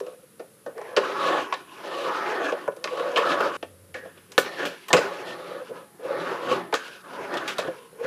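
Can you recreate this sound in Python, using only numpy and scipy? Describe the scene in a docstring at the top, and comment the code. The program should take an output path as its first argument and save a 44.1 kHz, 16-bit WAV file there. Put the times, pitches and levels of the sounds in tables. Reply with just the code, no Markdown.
"""Light knocks on hollow plywood, over steady microphone hiss: a toy skateboard is driven by hand
up and down a ramp in a barn. Its hard little wheels rattle over the grain and set the ramp ringing.
Taps and landings knock the same wood and echo briefly; hard landings jingle the loose axles.
The first ride breaks off and a low hum swells and fades. The second ride has more bass,
and a narrow whirr marks its lip tricks."""
import sys
import numpy as np
from scipy import signal
from scipy.fft import rfft, irfft
from scipy.io import wavfile

SR = 44100
rng = np.random.default_rng(int(sys.argv[2]) if len(sys.argv) > 2 else 0)


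def materialize(psi):
    """Save the field psi as 16-bit PCM at rate SR to the path in sys.argv[1].

    A 1-D psi becomes a single channel; in a 2-D psi each row is a channel.
    """
    bounded = np.clip(np.atleast_2d(psi).T, -1, 1)
    quanta = np.round(bounded * 32767).astype(np.int16)
    wavfile.write(sys.argv[1], SR, quanta)


N = 355446

# Colour of the hiss. Each row: frequency in Hz, relative spectral level in dB.
HISS_SPECTRUM = [(18, -76), (62, -19), (173, 2), (256, -4), (410, -5.5), (443, 1.5), (492, -20.5),
                 (767, -18), (1260, -12), (2420, -19), (5170, -21), (6210, -22.5), (8280, -20),
                 (10700, -11.5), (15500, -30)]
# Deck and wheels hitting the ramp. Each row: start in seconds, panel peak in dB, boom and crack peaks
# in dB against it, panel pitch at the spot struck in Hz, contact time in seconds, hardness as a treble
# slope in dB per octave, crack pitch in Hz.
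BLOWS = [(0.002, -36.5, 15.5, 2, 1300, 0.003, 14, 2290), (0.064, -44, 13.5, 3, 1210, 0.0047, 11, 2740),
         (0.395, -36.5, 10, -5.5, 696, 0.0069, 7, 2440), (0.662, -26, 1, -13, 680, 0.0062, 3, 2290),
         (0.755, -51, 13, -14, 703, 0.0049, 7, 2300), (0.779, -29, 0, -10, 690, 0.0021, 20, 2390),
         (0.814, -28, -30, -5.5, 700, 0.0033, 6, 2380), (0.965, -20, 9, 5, 1570, 0.0066, -1, 4800),
         (0.969, -13.5, 3.5, 2, 1580, 0.005, -10, 2700), (1.525, -13, -20, -10, 1010, 0.0034, -12, 4900),
         (1.538, -27.5, -6.5, 2.3, 1900, 0.003, -9, 3620), (2.521, -35, 20.5, 6.5, 950, 0.0037, -3, 3010),
         (2.678, -18.5, 7.5, -18, 1135, 0.0023, 13, 2760), (2.764, -43, 9, 1, 977, 0.0056, 23, 4940),
         (2.841, -19, -7.5, 6.5, 2010, 0.0022, -12, 4600), (2.853, -25.5, 0, -11, 1240, 0.0035, 5, 4000),
         (2.874, -25, -13, 0, 1090, 0.0036, -14, 2440), (2.932, -34, 4, -5, 1090, 0.0034, 3, 2850),
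         (2.974, -28.5, 4, -5, 1120, 0.003, 4, 2990), (2.995, -25, 4, -7, 1080, 0.0037, -7, 2820),
         (3.117, -32, -4, -4, 1100, 0.0013, 8, 6200), (3.160, -16, 3.5, 2.5, 1060, 0.012, -37, 2760),
         (3.173, -10.5, -14, -3.5, 1130, 0.0037, -11, 2800),
         (3.318, -21.5, -19, -0.5, 1520, 0.0088, -22, 3250),
         (3.403, -18.5, 1.5, -9, 1300, 0.0074, -9, 2800), (3.627, -22, -2, -6, 700, 0.0025, -11, 2700),
         (3.942, -28, -2.5, -1.5, 1800, 0.0088, 8, 2640), (4.052, -45.5, 12, -7, 1710, 0.0041, 2, 2680),
         (4.174, -55.5, 3.5, 10, 1920, 0.011, -7, 3020), (4.319, -45.5, -18, 13, 1420, 0.0039, 17, 7500),
         (4.379, -3.5, -4.5, 0.5, 1570, 0.0024, 1.5, 2270), (4.652, -29.5, 7.5, 7, 1540, 0.0078, 6, 3020),
         (4.884, -28.5, -12, 0.5, 1170, 0.0056, -1.5, 2820), (4.903, -17, -13, -11, 830, 0.011, -5, 3360),
         (4.930, -9.5, -4, 6, 820, 0.0026, 6, 6700), (4.936, -4, 0.5, -6, 800, 0.0046, -4, 2800),
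         (4.966, -15, -8, -2.5, 1290, 0.009, 0, 4900), (4.979, -17, -1, -3, 830, 0.0049, 1, 2840),
         (5.707, -49, 21.5, -3, 832, 0.0022, 2, 2630), (6.495, -38, 14, -12, 900, 0.0066, -3, 2400),
         (6.726, -15, -6, -19, 810, 0.0042, 13, 2410), (6.74, -11.5, -9, -1.5, 1470, 0.0023, 7, 3160),
         (6.751, -29.5, -14, 8, 1490, 0.0059, 5, 6440), (6.88, -38, -10, 1, 1500, 0.0025, 13, 3000),
         (7.192, -36.5, 5, -14, 1200, 0.0016, 7, 3000), (7.34, -34, -19, 7, 1110, 0.003, 3, 8000),
         (7.371, -26, -23, 1.5, 1800, 0.0049, 6, 3460), (7.477, -32.5, -25, 11.5, 1500, 0.014, 9, 3330),
         (7.583, -22, -19, 2.5, 1570, 0.0058, 11, 3800), (7.585, -23, 7, -9, 1260, 0.005, -5, 2880),
         (7.597, -30, 0, 3, 1500, 0.0046, -3, 6500), (7.647, -43.5, 20, -18, 1250, 0.0058, 0.1, 3670),
         (7.678, -46, 25.5, -13, 730, 0.0024, 0.1, 2990), (8.045, -32, 11.5, -7, 1800, 0.0056, 9, 2310)]
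# The ramp's resonances. Each row: pitch in Hz, level in dB, time to fall 60 dB in seconds.
RAMP_MODES = [(133.4, -16.5, 0.1), (180, -12, 0.15), (248.6, -6, 0.052), (305.6, -5.5, 0.1),
              (343.4, 0.5, 0.077), (400, 1.5, 0.088), (462, 1, 0.048), (510.3, 0.5, 0.054),
              (560, -3, 0.056), (602.5, -15.5, 0.13), (633, -6.5, 0.037), (700.5, 4.5, 0.015),
              (833.3, -4.5, 0.054), (1018, -1.5, 0.031), (1116, -4.5, 0.071), (1268, 3.5, 0.017),
              (1464, 1.5, 0.023), (1706, -5.5, 0.052), (1802, -4, 0.054), (2090, 8.5, 0.0033)]
# Contour of the crowded upper modes of deck and wood. Each row: frequency in Hz, level in dB.
UPPER_CONTOUR = [(2200, -6), (2850, -2.5), (3800, -6), (5400, -9), (7000, -12), (8500, -19), (11000, -13.5),
                 (15000, -16)]
# One list per pass of the wheels. Each row: time in seconds, panel rattle in dB, boom in dB against it.
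PASSES = [
    [(1.01, -40, 5), (1.04, -29.5, -15), (1.1, -33.5, 3.5), (1.152, -30, -15), (1.278, -26, -7),
     (1.31, -24, -4), (1.36, -23.5, -6), (1.39, -27, -4), (1.49, -37.5, -14)],
    [(1.57, -43, -20), (1.664, -51.5, -16), (1.832, -41, -7), (1.846, -35.5, -1.5), (2.04, -33.5, -1),
     (2.1, -27, -4), (2.212, -32.5, -6), (2.422, -27.5, 6), (2.492, -29.5, 1), (2.52, -35.5, -8),
     (2.64, -44, -2)],
    [(2.89, -44, -14), (2.928, -42, 8), (3.022, -34.5, 1.5), (3.15, -36, 12), (3.178, -28, 8),
     (3.188, -31, 11.5), (3.236, -28.5, -12), (3.262, -26.5, -7), (3.458, -26, -2.5), (3.527, -32.5, -6.5)],
    [(3.965, -45.5, 8), (4.023, -56, 0), (4.061, -49.5, 17), (4.099, -54, -2), (4.145, -64, 3),
     (4.179, -55, -2), (4.199, -64, -3), (4.291, -68.5, 2), (4.319, -58, 6), (4.345, -56, -3)],
    [(4.43, -46, -8), (4.462, -34, -22), (4.506, -41, 1), (4.558, -39.5, -3.5), (4.606, -29.5, 0.5),
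     (4.68, -37.5, 0), (4.718, -44, -13), (4.744, -44, 5.5), (4.792, -55.5, -24), (4.85, -58.5, -15)],
    [(5.01, -32.5, -3.5), (5.3, -40, 2), (5.426, -43.5, 0.5), (5.558, -43, 8), (5.592, -39.5, 4.5),
     (5.63, -47.5, 9), (5.68, -50, -6), (5.706, -52, 14), (5.76, -43, 1.5), (5.82, -48, 2.5),
     (5.902, -61.5, -1), (5.95, -59, -10)],
    [(5.99, -55, 9), (6.078, -38.5, 11), (6.122, -34.5, 10.5), (6.144, -35.5, 8), (6.2, -33.5, -2.5),
     (6.334, -33.5, -5), (6.442, -35.5, 0.5), (6.53, -30, -2), (6.59, -34.5, -10), (6.69, -49.5, -5)],
    [(7.04, -48, -8), (7.082, -41.5, -6), (7.114, -41, -16), (7.124, -47, 8), (7.134, -39.5, -2),
     (7.248, -34.5, 0), (7.272, -38, -5), (7.346, -31, -4), (7.498, -33.5, -8.5), (7.55, -41.5, -8)],
    [(0.03, -52, 13), (0.096, -53.5, 13.5), (0.176, -71, 15), (0.202, -63, 15), (0.21, -75, 20)],
    [(0.7, -51, 2), (0.746, -59.5, 7), (0.78, -45.5, 14), (0.814, -44, 0.5), (0.93, -42.5, 5)],
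    [(2.72, -50, 0), (2.744, -65, 7), (2.754, -59, 5), (2.774, -58, 4), (2.8, -59, 8)],
    [(6.77, -41, -9), (6.782, -49, -1), (6.824, -44, -9.5), (6.962, -57.5, 4), (7.0, -55.5, -21)],
    [(7.62, -38.5, 2), (7.678, -35.5, -5), (7.69, -42.5, -4), (7.714, -44.5, 2.5), (7.89, -61, 2)],
    [(7.93, -60.5, 12.5), (7.992, -52, 14), (8.004, -43.5, 7), (8.024, -44.5, 18), (8.04, -37.5, 3)],
]
# Each stretch of ramp has its own colour. Each row: start in seconds, then rumble and grit in dB
# against a rattle at its usual level.
STRETCH_COLOURS = [(0, -2, -7), (.66, -7, -15), (.97, -1.5, -9), (1.53, -1.5, -5.5), (2.1, -3, -11.5),
                   (2.84, -2.5, -7), (3.2, -1, -10), (3.6, -4, -5.5), (4.38, -4, -2), (4.93, -5, -8),
                   (5.7, -5, -14), (6.0, -3.5, -10), (6.49, 1, -7.5), (6.6, 0, -11), (6.73, -7.5, -1),
                   (7.02, -5, -12), (7.59, -11, -9.5)]
# Pitches favoured by the spot being ridden. 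Each row: time in seconds, boom in Hz, panel in Hz.
SPOT_PITCHES = [(0.0, 480, 1120), (0.31, 490, 1130), (0.45, 587, 756), (0.52, 520, 1340), (0.76, 655, 750),
                (0.99, 484, 1360), (1.28, 608, 930), (2.42, 483, 1110), (3.43, 580, 1030),
                (4.03, 504, 1710), (4.1, 487, 990), (4.15, 530, 1590), (4.84, 548, 1560), (4.89, 584, 875),
                (5.29, 525, 1300), (5.55, 515, 1290), (5.99, 480, 740), (6.17, 526, 1320), (6.68, 530, 905),
                (6.79, 583, 1464), (7.11, 540, 900), (7.44, 590, 1160), (7.55, 510, 1380), (8.0, 487, 970),
                (8.05, 487, 1520)]
# Loose axles and wheels. Each row: start in seconds, level in dB, time to fall 60 dB in seconds.
AXLE_JINGLES = [(0.969, -51, .1), (2.843, -48, .09), (3.174, -43, 0.13), (3.405, -45, 0.099),
                (4.379, -27, .17), (4.655, -43, 0.22), (4.883, -39, .12), (4.931, -43, 0.53)]
# The hum's swell. 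Each row: time in seconds, level in dB.
HUM_SWELL = [(3.15, -98), (3.3, -62), (3.6, -66), (3.73, -60), (4.13, -64), (4.3, -69), (4.5, -95)]
# Lip-trick whirrs. Each row: start in seconds, centre in Hz, level in dB, attack in seconds,
# fade in dB per second.
LIP_WHIRRS = [(3.948, 1753, -40.5, .003, 106), (4.57, 1685, -27, .035, 136), (6.745, 1600, -36, .003, 80)]

RUMBLE, BOOM, PANEL, CRACK = range(4)  # families of modes, low to high
FAMILY_EDGES_HZ = (440, 700, 2200)
TIME = np.arange(N) / SR


def from_db(db):
    return 10 ** (np.asarray(db) / 20)


def rms_one(x):
    return x / np.sqrt(np.mean(x ** 2) + 1e-20)


def filtered(x, order, hz, kind="low"):
    return signal.sosfilt(signal.butter(order, hz, kind, fs=SR, output="sos"), x)


def in_time(rows):
    times, *columns = np.transpose(rows)
    return [np.interp(TIME, times, column) for column in columns]


def at_hz(points, hz):
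    points_hz, levels_db = np.transpose(points)
    return np.interp(np.log(hz), np.log(points_hz), levels_db)


def bell(hz, centre_hz, octaves):
    return np.exp(-(np.log2(hz / centre_hz) / octaves) ** 2)


def drift(rate_hz):
    """A smooth random wobble with a spread of about 1."""
    pole = np.exp(-80 * np.pi * rate_hz / SR)
    slow = signal.lfilter([1], [1, -2 * pole, pole ** 2], rng.standard_normal(N // 40 + 2002))[2000:]
    return np.interp(np.arange(N) / 40, np.arange(len(slow)), rms_one(slow))


def microphone_hiss(level_db=-56.5):
    """A smooth noise bed with a warm low end and a bump in the high treble."""
    hz = np.maximum(np.fft.rfftfreq(N, 1 / SR), 10)
    spectrum = rfft(rng.standard_normal(N)) * from_db(at_hz(HISS_SPECTRUM, hz))
    return from_db(level_db) * rms_one(irfft(spectrum, N))


def wood_modes(upper_cycles=15):
    """The ramp's modes plus a crowd of short upper ones, and the family of each."""
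    hz = np.geomspace(2250, 15000, num=58)
    modes = np.vstack([RAMP_MODES, np.transpose([hz, at_hz(UPPER_CONTOUR, hz), upper_cycles / hz])])
    return modes, np.digitize(modes[:, 0], FAMILY_EDGES_HZ)


def radiated(x, family):
    """A family of modes sends out little sound below or far above its own range."""
    edges_hz = [140, *FAMILY_EDGES_HZ, 10000]
    return filtered(filtered(x, 3, .8 * edges_hz[family], "high"), 1, 1.6 * edges_hz[family + 1])


def knocks(uneven_db=1.5, boom_rise_s=.0025, contact_samples=3000):
    """Each knock is a short rattle of contacts that strikes every mode with a strength of its own."""
    modes, family = wood_modes()
    hz, t = modes[:, 0], np.arange(SR // 5) / SR
    damped_t60 = .93 * modes[:, 2:]  # deck and fingers pressed on the wood shorten its ring
    rings = np.sin(2 * np.pi * hz[:, None] * t) * from_db(modes[:, 1:2] - 60 * t / damped_t60)
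    treble_octaves = np.log2(np.maximum(hz / FAMILY_EDGES_HZ[-1], 1))
    hollow_db = 4 * bell(hz, 515, octaves=.2)  # blows favour the note of the hollow
    out = np.zeros(N + SR)
    for start, panel_db, boom_db, crack_db, spot_hz, contact_s, slope_db, crack_hz in BLOWS:
        scatter = rng.standard_normal(len(modes))
        age = t[:contact_samples] / contact_s
        force = age ** .15 * np.exp(-age) + .61 * np.exp(-age / 3.5)  # a blow, then loose parts rattle
        contact = filtered(force * rng.standard_normal(contact_samples), 2, 7500)
        # The spot favours its own modes; panel modes above it are struck less.
        octaves_above = np.log2(np.maximum(hz / spot_hz, 1)) * (family == PANEL)
        spot_db = 8 * bell(hz, spot_hz, octaves=.18) - 3 * octaves_above
        bite_db = 13 * bell(hz, crack_hz, octaves=.13) + slope_db * treble_octaves
        polarity = np.where(family == CRACK, 1, np.sign(np.roll(scatter, 1)))  # in or out of step
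        strength = polarity * from_db(uneven_db * scatter + spot_db + hollow_db + bite_db)
        at = round(start * SR)
        for k, peak_db in enumerate(panel_db + np.array([boom_db - 9.5, boom_db, 0, crack_db])):
            sound = signal.fftconvolve((strength * (family == k)) @ rings, contact)
            if k == BOOM:  # the air under the ramp takes a few cycles to build up
                sound *= (1 - np.exp(-TIME[:len(sound)] / boom_rise_s)) ** 2
            sound = radiated(sound, k)
            out[at:at + len(sound)] += from_db(peak_db) * sound / np.abs(sound).max()
    return out[:N]


def barn_echoes(x, t60=.27, level_db=-11.5, first_wall_s=.008):
    """A short, diffuse tail that starts with the first wall's reflection."""
    t = np.arange(SR // 2) / SR
    echoes = rng.standard_normal(len(t)) * from_db(-60 * t / t60) * (t > first_wall_s)
    echoes = filtered(echoes, 1, 21600)
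    return from_db(level_db) * signal.fftconvolve(x, echoes / np.sqrt(np.sum(echoes ** 2)))[:N]


def ring(force, hz, t60):
    """One mode of the wood: every bump starts a dying sine."""
    decay, step = from_db(-60 / (t60 * SR)), 2 * np.pi * hz / SR
    return signal.lfilter([0, np.sin(step)], [1, -2 * decay * np.cos(step), decay ** 2], force)


def spot_gains(modes, family, hop):
    """Modes near the ridden spot's pitch come forward while each family keeps its power."""
    boom_hz, panel_hz = np.array(in_time(SPOT_PITCHES))[:, ::hop]
    hz = modes[:, :1]
    boom_db = 9.5 * bell(hz, boom_hz, octaves=.12)
    panel_db = 6 * bell(hz, panel_hz, octaves=.41)
    gain = from_db(np.where(hz < FAMILY_EDGES_HZ[BOOM], boom_db, panel_db))
    power = from_db(modes[:, 1:2]) ** 2 * modes[:, 2:]
    for k in range(4):
        own = family == k
        gain[own] /= np.sqrt(np.sum(gain[own] ** 2 * power[own], axis=0) / np.sum(power[own]))
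    return gain


def rolling_levels(usual_db=-40.5, rise_s=.04, hold_s=.04, stop_s=.01):
    """Each pass lifts the rattle and boom; rumble and grit follow most of the rattle's swing."""
    rattle_db, hollow_db = np.full(N, -83.), np.full(N, 22.)  # between passes the ramp only stirs
    for rows in PASSES:
        start, (end, *last) = rows[0][0], rows[-1]
        release = [(end + hold_s, *last), (end + hold_s + stop_s, -99, 0)]
        pass_db, pass_hollow_db = in_time([(start - rise_s, -99, 0), *rows, *release])
        hollow_db = np.where(pass_db > rattle_db, pass_hollow_db, hollow_db)
        rattle_db = np.maximum(pass_db, rattle_db)
    starts, rumble_offset_db, grit_offset_db = np.transpose(STRETCH_COLOURS)
    stretch = np.maximum(np.searchsorted(starts, TIME) - 1, 0)
    swing_db = rattle_db - usual_db
    rumble_db = usual_db + rumble_offset_db[stretch] + .79 * swing_db
    grit_db = usual_db + grit_offset_db[stretch] + .87 * swing_db
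    return rumble_db, rattle_db + hollow_db, rattle_db, grit_db


def rolling_wheels(bumps_per_s=3500, bump_spread_db=1.5, wander_db=3.5, judder_db=.72, hop=200):
    """Wheels meet wood fibres at random; as the contact point travels each mode is fed more or less."""
    modes, family = wood_modes()
    judder = from_db(judder_db * drift(24))
    wander = [from_db(wander_db * drift(4.4)) for _ in range(7)]
    spot = spot_gains(modes, family, hop)
    bands = np.zeros((4, N))
    for k, (hz, level_db, t60) in enumerate(modes):
        if k % 4 == 0:  # neighbouring modes share a train of bumps
            clicks = (rng.random(N) < bumps_per_s / SR) * rng.choice([-1, 1], N)
            sizes = from_db(bump_spread_db * np.minimum(rng.exponential(1, N), 4))
            bumps = clicks * sizes * judder + 1e-18
        force = bumps * wander[k % 7] * np.repeat(spot[k], hop)[:N]
        bands[family[k]] += (-1) ** k * from_db(level_db) * ring(force, hz, t60)
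    bands[CRACK] = filtered(bands[CRACK], 1, 10000)  # the grit is slightly dulled at the very top
    return sum(from_db(db) * rms_one(radiated(bands[k], k)) for k, db in enumerate(rolling_levels()))


def axle_jingles(clicks_per_s=7600, band_hz=(1500, 12000)):
    """Loose axles and wheels shake out a bright, dying spray of clicks after hard landings."""
    clicks = (rng.random(N) < clicks_per_s / SR) * rng.standard_normal(N)
    envelope = sum((TIME >= start) * from_db(level_db - 60 * np.clip(TIME - start, 0, 1) / t60)
                   for start, level_db, t60 in AXLE_JINGLES)
    return envelope * rms_one(filtered(clicks, 1, band_hz, "band"))


def low_hum(pitch_hz=95, waver_hz=4.7, waver_db=2.5):
    """A low tone that swells and fades, wavering in pitch and strength."""
    phase = 2 * np.pi * np.cumsum(pitch_hz + waver_hz * drift(17)) / SR
    level_db = in_time(HUM_SWELL)[0] + waver_db * drift(9)
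    return np.sqrt(2) * from_db(level_db) * np.sin(phase)


def lip_whirrs(width_hz=220, sag_hz_per_s=194, length_s=.34):
    """Narrow noise, perhaps the deck sliding on the edge: it swells fast, then fades as its pitch sags."""
    out = np.zeros(N)
    noise = filtered(rng.standard_normal((2, N)), 2, width_hz / 2)
    for start, hz, level_db, attack_s, fade_db_per_s in LIP_WHIRRS:
        age = np.maximum(TIME - start, 0)
        phase = 2 * np.pi * np.cumsum(hz - sag_hz_per_s * np.minimum(age, 1)) / SR
        band = rms_one(noise[0] * np.cos(phase) + noise[1] * np.sin(phase))
        gate = np.minimum(age / attack_s, 1) * (age < length_s)
        fade = from_db(-fade_db_per_s * age) + from_db(-41 - 33 * age)  # with a faint, slower tail
        out += from_db(level_db) * gate * fade * band
    return out


def scene(second_ride_s=3.6):
    """Two rides; the microphone stands elsewhere for the second and hears more bass."""
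    blows = knocks()
    skating = blows + barn_echoes(blows) + rolling_wheels() + lip_whirrs() + axle_jingles()
    thin, full = filtered(skating, 2, 314, "high"), filtered(skating, 2, 12, "high")
    rides = np.where(TIME < second_ride_s, thin, full)
    return (rides + microphone_hiss() + low_hum())[None]


def record(dry, ceiling=.97, cutoff_hz=15800):
    """Any peak over the ceiling is clipped, then the top is cut steeply."""
    top_cut = signal.cheby2(20, 60, cutoff_hz, fs=SR, output="sos")
    return signal.sosfilt(top_cut, np.clip(dry, -ceiling, ceiling))


dry = scene()
out = record(dry)
materialize(out)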